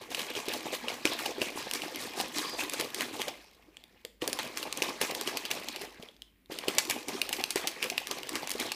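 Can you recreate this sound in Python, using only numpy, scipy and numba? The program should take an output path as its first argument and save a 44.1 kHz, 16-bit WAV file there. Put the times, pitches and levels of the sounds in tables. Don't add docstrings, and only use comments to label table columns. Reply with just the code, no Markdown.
import sys
import numpy as np
from scipy import signal
from scipy.fft import rfft, irfft
from scipy.io import wavfile
from scipy.ndimage import map_coordinates
from numba import njit

SR = 44100
rng = np.random.default_rng(int(sys.argv[2]) if len(sys.argv) > 2 else 0)


def store_wav(level_fs):
    pcm = np.round(np.clip(np.atleast_2d(level_fs), -1, 1) * 32767)
    wavfile.write(sys.argv[1], SR, pcm.T.astype(np.int16))


N = 386227
TIME = np.arange(N) / SR
TOP_HZ = 15400

# f/Hz, relative level/dB
ROOM_COLOUR = [(30, -24.5), (60, -13.5), (85, -15.5), (140, -20), (250, -12.5), (800, -38), (2400, -29),
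               (6000, -46.5), (15000, -37)]
ROOM_HISS_DB, ROOM_DRONE_DB = -68.5, -73.0

# t/s, relative level/dB, f/Hz
AIR_THUMPS = [(0.479, -23, 404), (0.655, -29.5, 350), (0.735, -28, 506), (1.051, -17.5, 322),
              (1.259, -25, 800), (1.38, -26.5, 380), (1.414, -24, 327), (1.556, -31, 330),
              (2.797, -25.5, 355), (3.277, -29, 544), (3.682, -46, 348), (4.047, -33, 460),
              (4.222, -23.5, 336), (4.274, -29, 440), (4.387, -26, 890), (4.818, -25, 397),
              (5.012, -24.5, 440), (5.995, -38, 221), (6.028, -37.5, 450), (6.09, -46.5, 560),
              (6.497, -31.5, 358), (6.68, -20.5, 383), (7.083, -27.5, 374), (7.401, -27.5, 767),
              (7.556, -20, 392), (8.108, -26, 414), (8.355, -30, 360), (8.55, -27.5, 410)]

# t/s, relative level/dB, treble level/dB, chatter t60/s
PLASTIC_BLOWS = [(0.147, -29, -6, 0.035), (0.195, -35, -17, .035), (0.3521, -36, -12, .03),
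                 (0.4844, -35, -1, .026), (0.8832, -29, -13, 0.027), (1.054, -23, -5.5, 0.0092),
                 (1.0738, -30, -15, .009), (1.2607, -31, -7.5, .04), (1.417, -24.5, -12, 0.04),
                 (1.7122, -32, -2, 0.0078), (1.736, -32, 2, .016), (1.8192, -35, -10, .014),
                 (1.9468, -39.5, -10, .024), (1.9589, -38, 0.5, .004), (2.2, -31.5, -5, .035),
                 (2.2115, -34, 1, .014), (2.3845, -31, -2, .008), (2.697, -37, 4, 0.0091),
                 (2.7353, -35.5, 3.5, 0.016), (2.7978, -29.5, -3.5, .035), (2.8105, -31, -2, 0.011),
                 (2.9456, -33, 0, .013), (3.0079, -28, -7.5, .017), (3.217, -28.5, -7, 0.013),
                 (3.2819, -35, -3.5, 0.027), (3.7693, -46, -6.5, 0.0045), (3.8388, -49.5, -7.5, .008),
                 (4.05, -36.5, -6, 0.0067), (4.2191, -35, -12, .035), (4.277, -30, 2, 0.012),
                 (4.3301, -30.5, 2, .015), (4.389, -32, -5.5, .024), (4.573, -33.5, 1, 0.016),
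                 (4.6285, -32, -7.5, .038), (4.7264, -31, -2, .01), (4.774, -37.5, 3.5, 0.0064),
                 (4.8212, -25, -10, .009), (4.8255, -27.5, -4, .013), (5.014, -25, -2, 0.025),
                 (5.1496, -32.5, -2, 0.017), (5.2119, -33.5, 0.5, .01), (5.2746, -29, -6.5, .025),
                 (5.3717, -29.5, -2, .038), (5.4525, -32.5, -6.5, .05), (5.5129, -28, -2, 0.032),
                 (5.6857, -33.5, -3.5, .026), (5.761, -34, -7, 0.03), (5.818, -43, 0, 0.032),
                 (6.0262, -46, -6, .014), (6.087, -47.5, -19, .009), (6.165, -58, -8, .025),
                 (6.2202, -42.5, -7.5, .006), (6.4592, -60.5, -6.5, .006), (6.5875, -33, -4.5, 0.017),
                 (6.6827, -26.5, -4.5, .033), (6.7839, -20.5, 1.5, 0.008), (6.7873, -23.5, -2.5, 0.037),
                 (6.8986, -28, 1, 0.047), (6.9096, -31.5, 3, .009), (7.084, -36.5, 1.5, 0.018),
                 (7.2164, -22, -7, 0.014), (7.2916, -35.5, 1.5, .01), (7.3285, -28, -2, .025),
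                 (7.4391, -24.5, -6, 0.0095), (7.5061, -29, 0.5, 0.04), (7.5585, -30, 1, .013),
                 (7.673, -26, -0.5, 0.057), (7.8272, -28, -6, 0.025), (7.8415, -34, -1, .008),
                 (7.9003, -30, -2, .023), (7.9794, -22.5, -10.5, .016), (8.071, -36, -1, 0.0076),
                 (8.1121, -29, -3, 0.02), (8.232, -37.5, -7, .009), (8.2918, -33.5, 0, .018),
                 (8.355, -31.5, -3, .021), (8.474, -36, 0, .008), (8.4945, -38, 2, .005),
                 (8.5045, -34, 1.5, .024), (8.5158, -33, 2.5, 0.01), (8.7186, -28, -5.5, 0.024),
                 (8.7537, -31, -0.5, .005)]
# f/Hz, relative level/dB
PLASTIC_COLOUR = [(120, -38.5), (450, -4), (850, -1.5), (1300, -6), (2300, 5), (3500, 4.5), (4600, 6),
                  (6000, -5), (8000, -36.5)]
WALL_HZ, WALL_SCATTER_OCT = 2913, 0.28
WALL_SAG_OCT_PER_DB = 0.012

# f/Hz, relative level/dB
LIQUID_COLOUR = [(41, -56.5), (70, -11.5), (172, -12), (246, -1), (361, 1.5), (618, -2.5), (847, -3),
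                 (1330, -15), (2430, -9.5), (2910, -12), (3810, -13.5), (4670, -15.5), (6250, -18.5),
                 (8560, -23), (15000, -28.5)]
# t/s, relative level/dB
LAPPING_LEVEL = [(3.4, -56), (3.52, -66), (4.03, -68), (4.15, -79), (5.85, -57.5), (6.08, -58), (6.14, -69),
                 (6.35, -81)]
# start t/s, stop t/s, relative level/dB
SHAKING_BOUTS = [(0.11, 3.28, -47.5), (4.22, 5.75, -47), (6.499, 7.005, -46.5), (7.08, 8.76, -48)]
SWIRL_RISE_S, SWIRL_T60_S = 0.029, 0.43
SWIRL_GURGLE_DB, SWIRL_FIZZ_DB = -1.5, -12
# crest t/s, force level/dB, rise t/s, delay until it falls back t/s
ARM_STROKES = [(0.017, -8.5, 0.0074, 0.092), (0.12, -3.5, 0.015, 0.1), (0.204, 1.5, 0.033, 0.1),
               (0.369, 1, 0.022, .12), (0.547, -.5, 0.038, 0.12), (0.665, -6, .015, .02),
               (0.734, 0.5, 0.012, .11), (0.895, 0, 0.012, 0.041), (1.06, 4.5, 0.0095, 0.072),
               (1.2, 1.5, 0.017, .1), (1.263, -1.5, 0.013, 0.13), (1.42, 3, 0.011, 0.059),
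               (1.593, 0, 0.029, 0.079), (1.759, 0, 0.03, 0.093), (1.836, -3.5, 0.016, .125),
               (2.025, -2, 0.041, 0.038), (2.205, 1, 0.04, .043), (2.394, 4, 0.046, 0.055),
               (2.49, -3, 0.033, 0.054), (2.605, 2, 0.026, 0.042), (2.739, -0.5, 0.02, 0.076),
               (2.803, 0, 0.025, 0.048), (3.021, -0.5, 0.061, 0.031), (3.145, -4.5, .016, 0.01),
               (3.21, 0.5, 0.02, 0.079), (4.224, -1, 0.0083, 0.017), (4.283, -7, .005, 0.056),
               (4.396, 1.5, .008, .064), (4.588, -2.5, 0.019, 0.082), (4.778, -4, .012, 0.017),
               (4.838, 3.5, .008, 0.056), (5.025, 7, 0.014, 0.082), (5.156, -3, 0.015, 0.064),
               (5.283, 0.5, 0.021, 0.064), (5.38, -6, 0.033, 0.073), (5.513, 0.5, 0.009, 0.063),
               (5.692, -11, 0.015, 0.072), (5.82, -6.5, 0.019, 0.018), (6.527, -6.5, 0.019, .11),
               (6.69, 0, 0.012, 0.07), (6.787, 1.5, 0.0076, 0.12), (6.903, 1, 0.0064, 0.068),
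               (7.093, -1.5, 0.013, 0.054), (7.183, -5, 0.1, 0.12), (7.336, 2, 0.007, 0.067),
               (7.566, 2, 0.0034, .075), (7.675, -10, .02, 0.11), (7.839, 0, .02, 0.084),
               (8.118, -2.5, .005, .065), (8.3, -10, 0.011, 0.028), (8.365, -1.5, 0.025, 0.07),
               (8.513, -5.5, 0.0091, 0.04), (8.613, 2, 0.02, 0.058)]
# relative level at force 0/dB, growth with force/(dB per dB), settling t60/s, backwash against crest level/dB
STROKE_RESPONSE = [(-37, 1.05, 0.22, -7), (-40.5, 0.56, 0.22, -1), (-44.5, 1.12, 0.27, -15.5)]
BACKWASH_WIDTH_S = 0.022


def undb(db):
    return 10 ** (np.asarray(db) / 20)


def unit(x):
    return x / np.sqrt(np.mean(x ** 2))


def burst(x):
    return x * np.sqrt(SR / 200 / np.sum(x ** 2))


def add(out, s, sound):
    i = max(int(s * SR), 0)
    out[i:i + len(sound)] += sound[:max(N - i, 0)]


def fade(t, t60):
    return np.exp(-np.log(1000) * t / max(t60, 1 / SR))


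def band(x, lo_hz, hi_hz, order=2):
    edges = [lo_hz, min(hi_hz, SR / 2 - 1)]
    return signal.sosfilt(signal.butter(order, edges, "band", fs=SR, output="sos"), x)


def colour(x, points, size=4096):
    hz, db = np.transpose(points)
    grid = np.maximum(np.fft.rfftfreq(size, 1 / SR), 1)
    curve_db = np.interp(np.log(grid), np.log(hz), db)
    cepstrum = irfft(np.log(undb(curve_db)))
    cepstrum[1:size // 2] *= 2
    cepstrum[size // 2 + 1:] = 0
    response = irfft(np.exp(rfft(cepstrum)))
    return signal.fftconvolve(x, response)[:len(x)]


def room_tone():
    hiss, rumble = rng.standard_normal((2, N))
    drone = unit(band(rumble, 48, 55))
    return undb(ROOM_HISS_DB) * unit(colour(hiss, ROOM_COLOUR)) + undb(ROOM_DRONE_DB) * drone


def room(x, wet_db, low_t60, high_t60):
    t = np.arange(SR // 2) / SR
    low, high = rng.standard_normal((2, len(t)))
    low_tail = undb(0.5) * band(low, 160, 1200) * fade(t, low_t60)
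    high_tail = band(high, 900, 20700) * fade(t, high_t60)
    build_up = 1 - fade(t, 0.0062)
    tail = unit((low_tail + high_tail) * build_up) / np.sqrt(len(t))
    return x + undb(wet_db) * signal.fftconvolve(x, tail)[:N]


def swish():
    swell = np.exp(-((TIME - 2.49) / 0.092) ** 2)
    return undb(-43.5) * swell * unit(band(rng.standard_normal(N), 4650, 4900, order=1))


def thumps():
    out = np.zeros(N)
    t = np.arange(SR // 10) / SR
    for s, db, hz in AIR_THUMPS:
        cavity = np.sin(2 * np.pi * hz * t) * fade(t, .026) * (1 - fade(t, .008))
        noise = unit(band(rng.standard_normal(len(t)), 280, 690))
        wash = noise * fade(t, 0.053) * (1 - fade(t, 0.013))
        add(out, s + .0015, undb(db) * (undb(3.5) * cavity + undb(-8.5) * wash))
    return out


def clacks():
    out = np.zeros(N)
    t = np.arange(SR // 20) / SR
    usual_db = np.median([row[1] for row in PLASTIC_BLOWS])
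    for s, db, treble_db, chatter_t60 in PLASTIC_BLOWS:
        ringing = 1 / (1 + undb(treble_db + 7.5) ** 2.7)
        spot = rng.uniform(-1, 1)
        scatter_oct = WALL_SCATTER_OCT * spot * (1 - ringing) ** 2
        hz = WALL_HZ * 2 ** (scatter_oct - WALL_SAG_OCT_PER_DB * (db - usual_db))
        contact, chatter = rng.standard_normal((2, len(t)))
        blow = burst(contact * fade(t, 0.0031)) + undb(3) * burst(chatter * fade(t, chatter_t60))
        crack = burst(colour(blow, PLASTIC_COLOUR))
        mode = burst(np.sin(2 * np.pi * hz * t) * (1 - fade(t, 0.0023)) * fade(t, 0.0069))
        snap = burst(band(band(blow, 5000, TOP_HZ), 1500, 10000, order=1))
        body = np.sqrt(ringing) * mode + np.sqrt(1 - ringing) * crack
        add(out, s, undb(db + 1.0) * (body + undb(treble_db - 1.8) * snap))
    return out


def ticks(per_s):
    when, size = rng.random((int(per_s * N / SR), 2)).T
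    t = np.arange(SR // 200) / SR
    hits = np.zeros(N)
    hits[(when * N).astype(int)] = size ** 2
    grit = signal.fftconvolve(hits, fade(t, 0.026))[:N] * rng.standard_normal(N)
    return unit(colour(grit, PLASTIC_COLOUR) + undb(-4) * band(grit, 5300, TOP_HZ))


@njit
def ring(start, hz, cycles, size, glide):
    out = np.zeros(N)
    for k in range(len(start)):
        n = int(cycles[k] * SR / hz[k]) + 2
        phase, a, loss = 0., size[k], np.exp(-6. / n)
        for i in range(min(n, N - start[k])):
            phase += 2 * np.pi * hz[k] * (1 + glide * i / n) / SR
            a *= loss
            out[start[k] + i] += a * np.sin(phase)
    return out


def churn(s, hz, per_s, per_octave):
    field = rng.standard_normal((1024, 64))
    place = [s * per_s, np.log2(hz / 20) * per_octave]
    return 1.03 * map_coordinates(field, place, order=1, mode="wrap")


def bubbles(per_s, lo_hz, hi_hz, cycles, spread_db, clump_db, glide):
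    when, pitch, life, size, sign = rng.random((int(per_s * N / SR), 5)).T
    hz = lo_hz * (min(hi_hz, TOP_HZ) / lo_hz) ** pitch
    clumps = churn(when * N / SR, hz, per_s=35, per_octave=2.988)
    db = -spread_db * np.log(np.maximum(size, .02)) + clump_db * clumps
    strength = undb(db) * hz * np.sign(sign - .5)
    cloud = ring((when * N).astype(np.int64), hz, cycles * (.5 + life), strength, float(glide))
    return unit(colour(band(cloud, lo_hz, hi_hz, order=3), LIQUID_COLOUR))


def swirl():
    level = undb(np.interp(TIME, *np.transpose(LAPPING_LEVEL)))
    for start, stop, db in SHAKING_BOUTS:
        attack = np.clip((TIME - start) / SWIRL_RISE_S, 0, 1)
        decay = fade(np.maximum(TIME - stop, 0), SWIRL_T60_S)
        level = np.hypot(level, undb(db) * attack * decay)
    return level


def surges():
    power = (undb([[0], [SWIRL_GURGLE_DB], [SWIRL_FIZZ_DB]]) * swirl()) ** 2
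    t = np.arange(-SR // 6, SR // 2) / SR
    for s, force_db, rise_s, back_s in ARM_STROKES:
        swell = np.exp(-(np.minimum(t, 0) / max(rise_s, .003)) ** 2)
        backwash = np.exp(-((t - back_s) / BACKWASH_WIDTH_S) ** 2)
        for layer, (db, growth, t60, back_db) in zip(power, STROKE_RESPONSE):
            settling = swell * fade(np.maximum(t, 0), t60)
            shape = np.hypot(settling, undb(back_db) * backwash)
            audible = shape[t + s >= 0]
            add(layer, s + t[0], (undb(db + growth * force_db) * audible) ** 2)
    return np.sqrt(power)


def liquid():
    splash, gurgle, fizz = surges()
    pockets = bubbles(per_s=400, lo_hz=90.0, hi_hz=1394, cycles=11.6, spread_db=3.0, clump_db=2.0, glide=0.12)
    drops = bubbles(per_s=4200, lo_hz=984, hi_hz=5970, cycles=22.0, spread_db=3.0, clump_db=4.5, glide=.03)
    foam = bubbles(per_s=9000, lo_hz=5490, hi_hz=15700, cycles=6.1, spread_db=3.5, clump_db=3.6, glide=0)
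    spatter = undb(-1.0) * drops + undb(-8.5) * ticks(per_s=55)
    return undb(-1.0) * gurgle * pockets + splash * spatter + undb(0.5) * fizz * foam


def scene():
    bottle = swish() + thumps() + clacks() + liquid()
    return (room_tone() + room(bottle, wet_db=-11.0, low_t60=0.37, high_t60=0.32))[None]


def record(dry):
    return signal.sosfilt(signal.ellip(10, .2, 70, TOP_HZ, fs=SR, output="sos"), dry)


dry = scene()
out = record(dry)
store_wav(out)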